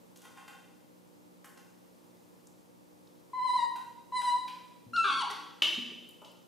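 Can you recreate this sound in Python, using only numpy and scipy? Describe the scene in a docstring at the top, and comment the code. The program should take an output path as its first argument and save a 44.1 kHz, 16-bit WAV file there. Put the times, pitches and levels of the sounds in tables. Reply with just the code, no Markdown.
"""Mains hum and room air lie beneath everything; a scoop taps and scrapes in a milk-powder tin.
A baby monkey on a wooden table cries three times in a bare, ringing room: two coos and a torn scream.
Foil crackles, a plastic bottle cap clicks and snaps shut, and the table thuds. Struck bodies are sums of
decaying modes, contacts are noise bursts, the voice is a stack of overtones coloured by the throat,
and the echoes are noise that decays band by band."""
import sys
import numpy as np
from scipy import signal
from scipy.fft import rfft, irfft, next_fast_len
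from scipy.io import wavfile
from scipy.ndimage import uniform_filter1d

SR = 44100
rng = np.random.default_rng(int(sys.argv[2]) if len(sys.argv) > 2 else 0)


def int16_out(signal):
    """Quantize to a 16-bit WAV file."""
    q = np.round(np.clip(np.atleast_2d(signal).T, -1, 1) * 32767)
    wavfile.write(sys.argv[1], SR, q.astype(np.int16))


N = 285327
T = np.arange(N) / SR

# Spectrum of the room air. Each row: frequency in Hz, relative level in dB.
AIR_SPECTRUM = [(15, -64.5), (25, -25), (59, -12), (166, -7), (301, -6), (405, -11.5), (489, -2.5),
                (677, -14), (911, -12.5), (1560, -24), (5880, -25.5), (14800, -28), (16000, -44)]
# Stereo spread of the air. Each row: frequency in Hz, side minus mid in dB.
AIR_SIDE_SPECTRUM = [(60, -2), (110, 8), (200, 6.5), (380, 3), (700, 1.5), (1290, 4.5), (2380, 1),
                     (4400, -5), (8120, -6.5), (15000, -3)]
# Overtones of the machine. 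Each row: multiple of the mains frequency, mean level in dB.
HUM_OVERTONES = [(2, -77), (3, -68), (4, -72), (5, -69), (6, -74)]
AIR_DB, MAINS_HZ = -63.5, 60.1  # overall level of the air's mid signal; mains frequency

# Reverberation. Each row: frequency in Hz, t60 in s, side minus mid in dB.
ROOM_DECAY = [(150, 0.73, -6), (500, 0.86, -7.5), (1170, 0.79, -5.5), (3040, 0.9, -10), (7900, 0.82, -26.5),
              (14100, 0.61, 4.5)]
WET_DB, FIRST_WALL_S = 1.5, 0.0066
# The mouth beams its treble forward. Each row: frequency in Hz, level sent to the walls in dB.
VOICE_TO_WALLS = [(1000, -1.5), (4000, -5), (10000, -5)]
THUD_TO_WALLS_DB, TICK_TO_WALLS_DB = -4.5, -6.5

# Thuds on the table. Each row: start in s, peak in dB, frequency in Hz favoured by where the top is struck.
TABLE_THUDS = [(4.859, -45.5, 120), (4.921, -49, 198), (5.301, -46, 487), (5.631, -47, 407),
               (5.774, -35, 241.5), (5.91, -42.5, 262)]
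# Modes of the table top. Each row: frequency in Hz, level in dB before the striking place weights it, t60 in s.
TABLE_MODES = [(114.2, -7.5, 1.4), (187.4, -23, 0.045), (239.7, 9.5, 0.14), (337, 9.5, 0.074),
               (422.4, 13.5, 0.11), (589, 9, 0.094)]
# Bright ticks: foil and thread, and at 0.171 s a grain of powder under the scoop. Each row: start in s, peak in
# dB, band centre in Hz.
BRIGHT_TICKS = [(0.171, -49.5, 9500), (1.455, -47.5, 10200), (2.469, -49, 7300), (3.071, -55, 4140),
                (4.962, -32, 3920), (5.309, -38.5, 8150), (6.088, -45, 11300), (6.095, -61, 12700),
                (6.107, -53, 9600), (6.315, -57, 12000)]

# Scoop against the tin. Each row: start in s, peak of the ring in dB, clatter relative to the ring in dB,
# clatter centre in Hz, fizz relative to the clatter in dB.
SCOOP_TAPS = [(.158, -60.5, 8.5, 4500, 2), (.216, -64, 6, 3580, 6), (.478, -42, -8, 2700, 1),
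              (.53, -50, -12, 2720, -4), (.555, -61, -12, 2000, -10), (1.443, -50, 3.5, 1630, -2),
              (1.573, -50.5, -1.5, 4900, -2.5), (3.758, -43, -9, 3460, 2.5), (4.215, -39.5, -4, 2900, -2),
              (4.478, -47.5, 8, 2960, -11), (5.3, -35.5, -0.5, 3460, -10)]
# Modes of the tin, damped by the powder. Each row: frequency in Hz, level in dB, t60 in s.
TIN_MODES = [(810, 0, .08), (1070, -2, .08), (1450, -1, .09), (1540, -3, .08), (1300, -7, .06),
             (1750, -6, .06), (1930, -4, .08), (2060, -5, .08), (2450, -5, .06), (2720, -3, .06),
             (3150, -6, .06), (3600, -10, .05), (4720, -11, .04), (5600, -13, .03)]
# Strokes of the scoop. Each row: loudest moment in s, level in dB, rise in dB per s, fall in dB per s.
SCOOP_STROKES = [(0.257, -51.5, 510, 1800), (0.375, -57.5, 1360, 152)]
GRIT_DB = -11.5  # hiss of the powder relative to the ringing tin
# Plastic cap on the bottle. 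Each row: start in s, peak of the ring in dB, clatter relative to the ring in dB,
# clatter centre in Hz, fizz relative to the clatter in dB.
CAP_SNAPS = [(5.57, -63, 4, 4210, -20), (5.6205, -12.5, -9, 3140, -12.5), (6.2165, -54, 10.5, 720, -17),
             (6.246, -46.5, -1.5, 4100, -11)]
# Modes of the cap. Each row: frequency in Hz, level in dB, t60 in s.
CAP_MODES = [(330, -28, .05), (600, -28, .05), (950, -26, .04), (1180, -20, .04), (2300, -13, .015),
             (2740, -4, .022), (2920, -4, .02), (3020, 0, .024), (3300, -6, .018), (3740, -12, .015),
             (6000, -18, .01), (7000, -18, .01)]

# Each coo is two pushes of breath. Each row: start, first crest, slack, second crest, fading and end in s,
# level in dB, brightness in dB per overtone octave, pitch in Hz, quavers per s, quaver slowing per s squared,
# moment of settling in s, settled pitch in Hz.
COO_CALLS = [(3.332, 3.503, 3.535, 3.57, 3.68, 3.663, -30.5, -0.43, 1013, 14.5, 15.88, 3.592, 952.4),
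             (4.121, 4.171, 4.21, 4.295, 4.325, 4.35, -30.5, 2, 995.9, 12.37, 0.079, 4.35, 990)]
# Effort of a coo at start, first crest, slack, second crest, fading and end.
# Each row: level in dB, brightness in dB per overtone octave, both added to the call's own.
COO_EFFORT = [(-8, -4), (-0.5, 2.5), (-12.5, 5.5), (-0.7, 2.5), (-6.5, 2.5), (-14.5, -10.5)]
QUAVER_SHARE, QUAVER_GROWS_S, SETTLE_S = 0.0213, .07, 0.0282
# The scream rises, breaks and falls. Each row: time in s, pitch in Hz, level in dB.
SCREAM_COURSE = [(4.933, 1351, -35), (4.959, 1432, -31.5), (4.98, 1338, -24), (5.04, 1338, -29.5),
                 (5.046, 1220, -30), (5.129, 1065, -31), (5.161, 1140, -41), (5.198, 1100, -35.5),
                 (5.222, 951, -31), (5.24, 734, -36)]
TEAR_S, MEND_FROM_S, MENDED_S = 5.043, 5.11, 5.165  # the folds tear at once and mend slowly
THREE_TO_FOUR_S = 5.088  # the uneven pattern first repeats every three cycles, then every four
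TORN_UNEVEN, MENDED_UNEVEN = .75, 0.12
TORN_BREATH, CLEAR_BREATH = 2.1, 0.18
# brightness terms in dB per overtone octave, and the time the mouth takes to close
CLEAR_BRIGHT_DB, MENDED_BRIGHT_DB, CLOSING_DB, CLOSING_S = 0.65, 3, -41, .018
# Throat and mouth nearly shut. Each row: frequency in Hz, level in dB.
SHUT_THROAT = [(300, -20), (1000, 2), (2000, -19), (3000, -31.5), (4000, -18), (5000, -36.5), (6500, -45),
               (8500, -36.5), (11000, -52), (14000, -69)]
# Throat and mouth wide open. Each row: frequency in Hz, level in dB.
OPEN_THROAT = [(300, -23), (700, -8.5), (1050, -3), (1600, 0.5), (1900, -25.5), (2300, -16.5), (2900, -16),
               (3500, -10.5), (3950, -21.5), (4600, -15.5), (5000, -39), (5700, -28), (7000, -37),
               (10500, -39.5), (13000, -81)]

BASS_CUT_HZ, TOP_HZ = 114, 15700


def undb(db):
    """A level in decibels is the logarithm of an amplitude ratio; this inverts it."""
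    return 10 ** (np.asarray(db) / 20)


def unit(x):
    """Normalization divides a signal by its root mean square."""
    return x / np.sqrt(np.mean(x ** 2))


def on_log(hz, table, column=1):
    """Interpolation on a log-frequency axis reads a spectrum table by musical interval."""
    table = np.array(table)
    return np.interp(np.log(np.maximum(hz, 1)), np.log(table[:, 0]), table[:, int(column)])


def colour(x, table):
    """Linear filtering multiplies the spectrum by a gain given as (Hz, dB) points."""
    size = next_fast_len(len(x))
    gain = undb(on_log(np.fft.rfftfreq(size, 1 / SR), table))
    return irfft(rfft(x, size) * gain, size)[:len(x)]


def band(x, lo_hz, hi_hz):
    """A band-pass filter keeps the energy between two cutoff frequencies."""
    edges = [lo_hz, min(hi_hz, .45 * SR)]
    return signal.sosfilt(signal.butter(2, edges, "band", fs=SR, output="sos"), x)


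def walk(rate):
    """Smoothed random steps, `rate` per second, give a slow drift of rms 1."""
    k = int(SR / rate)
    steps = np.repeat(rng.standard_normal(N // k + 1), k)
    return unit(uniform_filter1d(uniform_filter1d(steps, k), k)[:N])


def ring(modes, spread_db):
    """Modal superposition: a blow excites decaying sines, each with a random share; peak 1."""
    t = T[:SR]
    shares = undb(spread_db * rng.standard_normal(len(modes)))
    y = 0
    for share, (hz, db, t60) in zip(shares, modes):
        y = y + share * undb(db) * np.sin(2 * np.pi * hz * t) * 1000. ** (-t / t60)
    y = y * np.minimum(t / 0.0014, 1)  # contact takes about a millisecond to build
    return y / np.abs(y).max()


def crack(lo_hz, hi_hz, t60):
    """Irregular contact radiates a short, decaying burst of band-limited noise; peak 1."""
    t = T[:SR // 10]
    noise = band(band(rng.standard_normal(len(t)), lo_hz, hi_hz), lo_hz, hi_hz)
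    y = noise * 1000. ** (-t / t60) * np.minimum(t / 0.0029, 1)
    return y / np.abs(y).max()


def add(track, sound, s):
    """Superposition: pressures that overlap in time add."""
    i = int(s * SR)
    track[i:i + len(sound)] += sound[:N - i]


def air():
    """Broadband turbulence: shaped noise that swells a little, in mid and side."""
    mid, side = (colour(rng.standard_normal(N), AIR_SPECTRUM) * undb(0.4 * walk(2.685)) for _ in range(2))
    scale = undb(AIR_DB) / np.sqrt(np.mean(mid ** 2))
    return scale * (mid + colour(side, AIR_SIDE_SPECTRUM) * np.array([[1], [-1]]))


def hum():
    """Periodic excitation at the mains rate yields harmonics, here wavering in level and phase."""
    out = np.zeros((2, N))
    for k, db in HUM_OVERTONES:
        # each microphone port meets the standing waves at its own phase
        port_phase = 0.32 * rng.random((2, 1))
        phase = 2 * np.pi * (round(k) * MAINS_HZ * T + port_phase) + 0.34 * walk(6)
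        out += np.sqrt(2) * undb(db + 2.0 * walk(10)) * np.cos(phase)
    return out


def room(x):
    """Diffuse reverberation: echoes die away exponentially by band, mostly alike left and right."""
    t, tail = T[:int(1.5 * SR)], 0
    for hz in 88 * 2 ** np.arange(8.):  # octave bands
        mid, side = (band(rng.standard_normal(len(t)), hz / np.sqrt(2), hz * np.sqrt(2)) for _ in range(2))
        pair = mid + undb(on_log(hz, ROOM_DECAY, column=2)) * side * np.array([[1], [-1]])
        tail = tail + pair * 1000. ** (-t / on_log(hz, ROOM_DECAY))
    tail = tail * (t > FIRST_WALL_S)
    tail = tail / np.sqrt(np.sum(tail ** 2) / 2)  # unit energy per channel on average
    return undb(WET_DB) * signal.fftconvolve(x[None], tail, axes=1)[:, :N]


def thuds():
    """Modal coupling: a soft push rings the table top; modes far from the favoured pitch speak less."""
    out = np.zeros(N)
    for s, db, top_hz in TABLE_THUDS:
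        modes = [(hz, d - 14.7 * np.log2(hz / top_hz) ** 2, t60) for hz, d, t60 in TABLE_MODES]
        y = np.convolve(ring(modes, 1), np.hanning(int(0.0026 * SR)))  # softens the blow
        y = y * np.minimum(T[:len(y)] / 0.0068, 1)
        add(out, undb(db) * y / np.abs(y).max(), s)
    return out


def ticks():
    """Impulsive radiation: foil, thread and a grain of powder give tiny bright clicks, each in its own band."""
    out = np.zeros(N)
    for s, db, hz in BRIGHT_TICKS:
        add(out, undb(db) * crack(0.64 * hz, 1.39 * hz, 0.023), s)
    return out


def knocks(events, modes, t60):
    """Impact: a blow rings the body's modes while its contact gives a broad clatter and a bright fizz."""
    out = np.zeros(N)
    for s, db, clatter_db, hz, fizz_db in events:
        add(out, undb(db) * ring(modes, 0.47), s)
        clatter = crack(0.51 * hz, 1.66 * hz, t60)
        fizz = undb(fizz_db) * crack(4500, 14000, t60)
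        add(out, undb(db + clatter_db) * (clatter + fizz), s)
    return out


def taps():
    """Impact of the scoop on the tin, whose modes the powder damps."""
    return knocks(SCOOP_TAPS, TIN_MODES, 0.069)


def snaps():
    """Impact of the plastic cap on the bottle, a small body with short modes."""
    return knocks(CAP_SNAPS, CAP_MODES, 0.081)


def scrape():
    """Friction: dense uneven slips of the scoop excite the tin and hiss through the powder."""
    slips = rng.standard_normal(N) * undb(2.4 * walk(61.0))
    body = unit(signal.fftconvolve(slips, ring(TIN_MODES, 0.76))[:N])
    grit = unit(band(slips, 4600, 11400)) * undb(GRIT_DB)
    pressure = 0
    for s, db, rise, fall in SCOOP_STROKES:
        pressure = pressure + undb(db + np.minimum(rise * (T - s), fall * (s - T)))
    return (body + grit) * pressure


def cry(start, end, hz, db, bright, uneven, breath, throat):
    """Source and filter: folds give overtones, uneven cycles add lines between, the throat colours all."""
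    t = start + T[:SR // 2]
    gate = np.clip(np.minimum((t - start) / 0.0032, (end - t) / 0.003), 0, 1)
    # torn folds lose their timing
    jitter = 0.0035 * walk(80.2)[:len(t)] + 0.042 * uneven * walk(500)[:len(t)]
    cycles = np.cumsum(hz * (1 + jitter)) / SR
    pattern = 2 * np.pi * cycles / np.where(t < THREE_TO_FOUR_S, 3, 4)
    phase = 2 * np.pi * cycles + 0.72 * uneven * np.sin(pattern)
    mouth = walk(20)  # small mouth movements swell each overtone at its own moment
    stack = 0
    for k in range(1, 12):
        swell_db = 1.27 * (k > 1) * np.roll(mouth, 3000 * k)[:len(t)]
        stack = stack + undb(bright * np.log2(k) + swell_db) * np.cos(k * phase)
    folds = stack * (1 + uneven * np.cos(pattern)) + 0.91 * uneven * np.cos(pattern)
    puff = breath * band(rng.standard_normal(len(t)), 2300, 12000)
    voice = np.sqrt(2) * (folds + puff) * undb(db) * gate
    out = np.zeros(N)
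    add(out, colour(voice, throat), start)
    return out


def coo(*row):
    """Frequency modulation through a nearly shut mouth: the pitch quavers, slowing and settling lower
    in the first coo, almost steady in rate in the second."""
    *stages, db, bright_db, hz, rate, slowing, settles, settled_hz = row
    age = T[:SR // 2]
    t = stages[0] + age
    depth = QUAVER_SHARE * np.minimum(age / QUAVER_GROWS_S, 1)
    quaver = hz * (1 - depth * np.cos(2 * np.pi * (rate - slowing * age) * age))
    settled = np.clip(1 + (t - settles) / SETTLE_S, 0, 1)
    pitch = quaver + (settled_hz - quaver) * settled
    effort, bright = (np.interp(t, stages, column) for column in np.transpose(COO_EFFORT))
    return cry(stages[0], stages[-1], pitch, db + effort, bright_db + bright, 0, 0, SHUT_THROAT)


def scream():
    """Subharmonic phonation: clear at first, then torn and breathy, then a bright fall as the mouth closes."""
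    s, hz, db = np.transpose(SCREAM_COURSE)
    t = s[0] + T[:SR // 2]
    mended = np.clip((t - MEND_FROM_S) / (MENDED_S - MEND_FROM_S), 0, 1)
    torn = (t > TEAR_S) * (1 - mended)
    closing = np.clip(1 + (t - s[-1]) / CLOSING_S, 0, 1)
    bright = CLEAR_BRIGHT_DB + MENDED_BRIGHT_DB * mended + CLOSING_DB * closing
    uneven = TORN_UNEVEN * torn + MENDED_UNEVEN * mended
    breath = CLEAR_BREATH + TORN_BREATH * torn
    return cry(s[0], s[-1], np.interp(t, s, hz), np.interp(t, s, db), bright, uneven, breath, OPEN_THROAT)


def scene():
    """Direct and reverberant fields add: near sounds lean left, the room answers, the air lies beneath."""
    monkey = sum(coo(*row) for row in COO_CALLS) + scream()
    hands = taps() + scrape() + snaps()
    table = thuds()
    clicks = ticks()
    left = np.array([[.5], [-.5]])  # times the left-right difference in dB
    near = monkey * undb(2.5 * left) + (hands + table + clicks) * undb(0.79 * left)
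    # thuds and ticks feed the walls less
    far = colour(monkey, VOICE_TO_WALLS) + hands
    far = far + undb(THUD_TO_WALLS_DB) * table + undb(TICK_TO_WALLS_DB) * clicks
    return near + room(far) + air() + hum()


def record(dry):
    """Band limitation: a high-pass thins the bass and a steep low-pass cuts the top."""
    thin = signal.sosfilt(signal.butter(2, BASS_CUT_HZ, "high", fs=SR, output="sos"), dry)
    return signal.sosfilt(signal.ellip(10, .2, 80, TOP_HZ, fs=SR, output="sos"), thin)


dry = scene()
out = record(dry)
int16_out(out)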